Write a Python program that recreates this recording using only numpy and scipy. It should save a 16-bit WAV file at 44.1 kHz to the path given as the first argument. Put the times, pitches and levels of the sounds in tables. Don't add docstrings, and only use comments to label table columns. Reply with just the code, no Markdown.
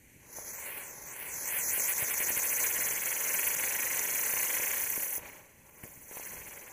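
import sys
import numpy as np
from scipy import signal
from scipy.fft import rfft, irfft, next_fast_len
from scipy.io import wavfile
from scipy.ndimage import uniform_filter1d, map_coordinates

SR = 44100
rng = np.random.default_rng(int(sys.argv[2]) if len(sys.argv) > 2 else 0)


def generate_wav(sig):
    pcm = np.round(np.clip(np.atleast_2d(sig).T, -1, 1) * 32767).astype(np.int16)
    wavfile.write(sys.argv[1], SR, pcm)


def undo_db(level):
    steps = np.asarray(level, float) / 20
    return 10 ** steps


N = 296484
T = np.arange(N) / SR
HZ = np.fft.rfftfreq(next_fast_len(N), 1 / SR)
CRACK_S = 5.8378


def evened(x):
    return x / np.sqrt(np.mean(x ** 2) + 1e-20)


def read(points, hz):
    f, value = np.transpose(points)
    return np.interp(np.log(hz + 1), np.log(f + 1), value)


def shaped(x, gain):
    size = next_fast_len(N)
    return irfft(rfft(x, size) * gain, size)[..., :N]


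def wander(hz):
    return evened(shaped(rng.standard_normal(N), 1 / np.sqrt(1 + (HZ / hz) ** 4)))


def jet():
    # t/s, speed/(turns/s)
    wheel_speed = [(0.3, 0.313), (0.6, 1.734), (1.15, 2.151), (1.6, 3.96), (1.95, 8.573), (2.35, 12.677),
                   (2.85, 18.829), (3.45, 24.042), (4.1, 28.07), (4.7, 30.278), (5.2, 31.076),
                   (5.45, 24.752), (5.75, 22.174), (6.1, 20.158), (6.73, 19.171)]
    # f/Hz, level/(dB per Hz)
    jet_colour = [(35, -87), (60, -20.5), (241, -18.5), (530, -8.5), (701, -11.5), (1060, -9),
                  (1220, -13.5), (2180, -1), (3720, -14.5), (4690, -10.5), (6050, -1), (9620, -4.5),
                  (10800, 0.5), (12400, -6), (15300, -3)]
    start_turn = -0.55
    speed = np.interp(T, *np.transpose(wheel_speed), left=0)
    angle = 2 * np.pi * (start_turn + np.cumsum(speed) / SR)

    beam_db = 0.14 * np.cos(angle + 0.19)
    flame = rng.standard_normal(N) * undo_db(sputter_db() + beam_db)
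    strength = np.clip(0.86 - 0.005 * speed + 0.06 * wander(hz=2.1), 0, 0.95)
    heard = shaped(ground(flame, angle, strength), undo_db(read(jet_colour, HZ)) * housing())

    low = 1 / (1 + (HZ / 1300) ** 8)
    high = 1 - 1 / (1 + (HZ / 4600) ** 8)
    roar = evened(shaped(heard, low))
    body = evened(shaped(heard, 1 - low - high))
    hiss = evened(shaped(heard, high))

    top = shaped(hiss, 1 - 1 / (1 + (HZ / 9500) ** 12))
    flutter_db = 1.8 * wander(hz=147)
    burnout_s = 5.184
    lean_db = 6 * np.exp(-abs(T - burnout_s) / 0.33) * (T < burnout_s)
    cold_db = -2 * np.exp(-speed / 3)
    relay_db = 3 * np.exp(-abs(T - CRACK_S) / 0.28) * (T > burnout_s)
    swell_db = -0.07 + 0.9 * np.cos(angle - 0.05)
    hiss = hiss + top * (undo_db(lean_db + cold_db + relay_db + swell_db + flutter_db) - 1)
    body = body * undo_db(0.42 * np.cos(angle - 0.1))
    return (flames() * [hiss, body, roar]).sum(axis=0)


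def flames():
    # t/s, thrust/dB, fullness/dB (a rich, slow flame is fuller, a lean, fierce one thinner)
    driver = [(0.2, -70, 5), (0.36, -42, -3), (0.8, -42, 1.5), (0.95, -47, 1), (1.1, -45, 1),
              (1.45, -35, -2), (1.75, -29.5, -5), (1.9, -29.5, -3.5), (2.05, -32.5, 0.5),
              (2.5, -29.5, -2.5), (3.0, -33, 1.5), (3.4, -30.5, -0.5), (3.8, -32.5, 2.5),
              (4.2, -31.5, -0.5), (4.7, -32, 2.5), (4.9, -34, -2), (5.181, -39.5, -2.5), (5.187, -70, 14)]
    # t/s, thrust/dB, fullness/dB
    embers = [
        (5.179, -60, 14),
        (5.26, -51.5, 13),
        (5.35, -53.5, 8.4),
        (5.48, -63.5, 6.3),
        (5.7, -69, 6),
    ]
    # t/s, thrust/dB, fullness/dB
    relay = [
        (5.651, -65, 3),
        (5.83, -56, 3),
        (5.837, -47.5, 2.5),
        (5.89, -54, -3),
        (6.075, -52.5, -6),
        (6.11, -47, -2),
        (6.16, -42.5, 0.5),
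        (6.35, -45, 1.5),
        (6.73, -52.5, 5.5),
    ]
    gains = np.zeros((3, N))
    for rows in (driver, embers, relay):
        s, thrust_db, full_db = np.transpose(rows)
        thrust_db = np.interp(T, s, thrust_db, left=-120, right=-120)
        full_db = np.interp(T, s, full_db)
        body_db = -9.5 + 0.8 * full_db
        roar_db = -17 + 0.64 * full_db - 0.37 * np.maximum(thrust_db + 31, -30)
        gains += undo_db(thrust_db + np.array([0 * T, body_db, roar_db]))
    return gains


def sputter_db():
    # t/s, depth/dB, recovery/s
    chokes = [
        (1.939, 8, 0.0089),
        (3.552, 13, 0.011),
        (3.81, 5, 0.003),
        (3.993, -9, 0.0034),
        (5.837, -4, 0.0022),
        (5.845, 0, 0.0026),
        (6.168, 19, 0.0015),
    ]
    db = 0.55 * wander(hz=290) + 1.05 * wander(hz=37.2) + 0.13 * wander(hz=22.8)
    sparks_per_s, spark_decay_s = 90, 0.0008
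    cracks = (rng.random(N) < sparks_per_s / SR) * np.minimum(rng.exponential(1, N), 1.8)
    ringing = signal.lfilter([1], [1, -np.exp(-1 / (spark_decay_s * SR))], cracks)
    db = db + 2.6 * np.minimum(ringing, 1.8)
    for s, depth_db, recovery_s in chokes:
        since = np.clip((T - s) / recovery_s, 0, 9)
        db = db - depth_db * (T > s) * np.exp(-since ** 2)
    return db


def ground(x, angle, strength):
    low_ms, high_ms = 0.072, 0.18
    lag_ms = low_ms + (high_ms - low_ms) * (1 - np.cos(angle)) / 2
    shade = 1 - 0.75 * np.exp(-((HZ - 4300) / 1100) ** 2)
    dull = shaped(x, shade / (1 + (HZ / 13500) ** 3))
    late = np.arange(N) - lag_ms * SR / 1000
    return x + strength * map_coordinates(dull, [late], order=3, mode="nearest")


def housing():
    # f/Hz, width/Hz, depth/dB
    notches = [(700, 60, 8), (1235, 60, 14), (3750, 400, 4), (4710, 130, 15), (5140, 130, 12),
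               (5400, 500, 4), (5680, 150, 11), (5930, 250, -4), (7660, 200, 7), (8750, 300, 5),
               (9450, 300, 5), (9950, 500, 5), (12350, 200, 9), (13650, 500, 4), (14400, 1300, -8)]
    return undo_db(-sum(db / (1 + (2 * (HZ - hz) / width) ** 2) for hz, width, db in notches))


def slag():
    # t/s, peak/dB, f/Hz
    spits = [(0.386, -24.5, 644), (1.779, -24, 530), (2.025, -22.5, 497), (2.205, -25, 483),
             (2.304, -22.5, 520), (2.372, -26, 460), (2.791, -26, 510), (4.006, -32, 507),
             (4.337, -25, 563), (4.598, -26, 590), (5.975, -40, 170), (6.113, -30.5, 490), (6.17, -26, 730),
             (6.198, -27, 650), (6.373, -33, 600)]
    # t/s, peak/dB, f/Hz
    pops = [
        (2.027, -35, 118),
        (4.978, -28.5, 393),
        (5.1805, -33, 513),
        (5.8362, -37, 126),
        (5.846, -39.5, 338),
        (5.855, -37.5, 470),
    ]
    out = np.zeros(N + 2000)
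    t = np.arange(2000) / SR
    for sign, rows in ((-0.47, spits), (0.69, pops)):
        for s, peak_db, hz in rows:
            swing = np.sin(2 * np.pi * hz * t) * np.exp(-(1.17 * hz * t) ** 2)
            out[round(s * SR):][:2000] += sign * undo_db(peak_db) * swing
    crack_db, crack_ms, rise_s = -29, 0.84, 0.00033
    u = t * 1000 / crack_ms
    crack = (1 - u) * np.exp(-u) * np.minimum(t / rise_s, 1)
    out[round(CRACK_S * SR):][:2000] += undo_db(crack_db) * crack
    return out[:N]


def yard(x):
    # f/Hz, t60/s
    decay = [(200, 0.43), (2000, 0.16), (8000, 0.12)]
    # f/Hz, level/dB
    yard_tone = [(100, -19.5), (700, -15), (1500, -23), (3000, -16), (6000, -11), (14000, -8)]
    # f/Hz, side over mid/dB
    spread = [(60, -15), (130, -22), (290, -20.5), (640, -21), (1410, -24), (3100, -29), (6820, -18),
              (15000, -23)]
    hz, t, z = signal.stft(rng.standard_normal((2, SR // 2)), SR, nperseg=256)
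    fade_db = -60 * t / read(decay, hz)[:, None]
    tail = signal.istft(z * undo_db(fade_db), SR, nperseg=256)[1]
    tail = np.pad(tail / np.linalg.norm(tail[0]), ((0, 0), (300, 0)))
    mid, side = signal.fftconvolve(x[None], tail, axes=1)[:, :N]
    side = shaped(side, undo_db(read(spread, HZ) + 0.5))
    return shaped(mid, undo_db(read(yard_tone, HZ))) + np.array([side, -side])


def night():
    # f/Hz, level/(dB per Hz)
    night_colour = [(20, -16), (50, -7), (150, -8), (300, -12), (600, -22.5), (1300, -30), (1800, -20),
                    (2080, -16.5), (2350, -17), (3500, -33), (5500, -28.5), (6000, -23.5), (12000, -23.5),
                    (15000, -33)]
    murmur = shaped(rng.standard_normal(N), undo_db(read(night_colour, HZ)) * housing())
    level_db = -63 + 2.5 * wander(hz=2.2)
    return undo_db(level_db) * murmur / np.std(shaped(murmur, HZ < 1800))


def scene():
    wheel = jet() + slag()
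    return wheel + yard(wheel) + night()


def starved(mid, side):
    hz, t, (mid, side) = signal.stft(np.array([mid, side]), SR, nperseg=2048, noverlap=1536)
    coarse = rng.standard_normal((2, len(hz) // 6 + 1, len(t) // 6 + 1))
    blocks = np.repeat(np.repeat(coarse, 6, axis=1), 6, axis=2)
    wobble, patch = blocks[:, :len(hz), :len(t)]
    power = uniform_filter1d(abs(mid) ** 2, size=5, axis=1)
    level = power[(hz > 1500) & (hz < 9500)].mean(axis=0)
    quiet_db = 10 * np.log10(level.max() / level)
    limit_db = -11.5 - 0.04 * quiet_db + 1.5 * (hz > 7000)[:, None] + 4 * wobble
    weak = power < level * undo_db(2 * limit_db)
    mid = mid * ~(weak & (hz > 2600)[:, None])
    patch = evened(uniform_filter1d(patch, size=40, axis=0))
    patchy = 2.2 * (patch > 0.9) * (hz[:, None] < 14300)
    side = side * np.where(hz[:, None] < 1200, 1, patchy)
    return signal.istft(np.array([mid, side]), SR, nperseg=2048, noverlap=1536)[1][:, :N]


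def low_pass(x):
    return signal.sosfilt(signal.butter(12, 15720, fs=SR, output="sos"), x)


def record(dry):
    mid, side = (dry[0] + dry[1]) / 2, (dry[0] - dry[1]) / 2
    power_db = 10 * np.log10(abs(uniform_filter1d(mid ** 2, 4000)) + 1e-12)
    side = side * np.clip((power_db + 41) / 6, 0, 1)
    mid, side = starved(mid, side)
    edge = 1 / (1 + (HZ / 15270) ** 300) + undo_db(-40) * (HZ < 15720)
    return low_pass(shaped(np.array([mid + side, mid - side]), edge))


dry = scene()
out = record(dry)
generate_wav(out)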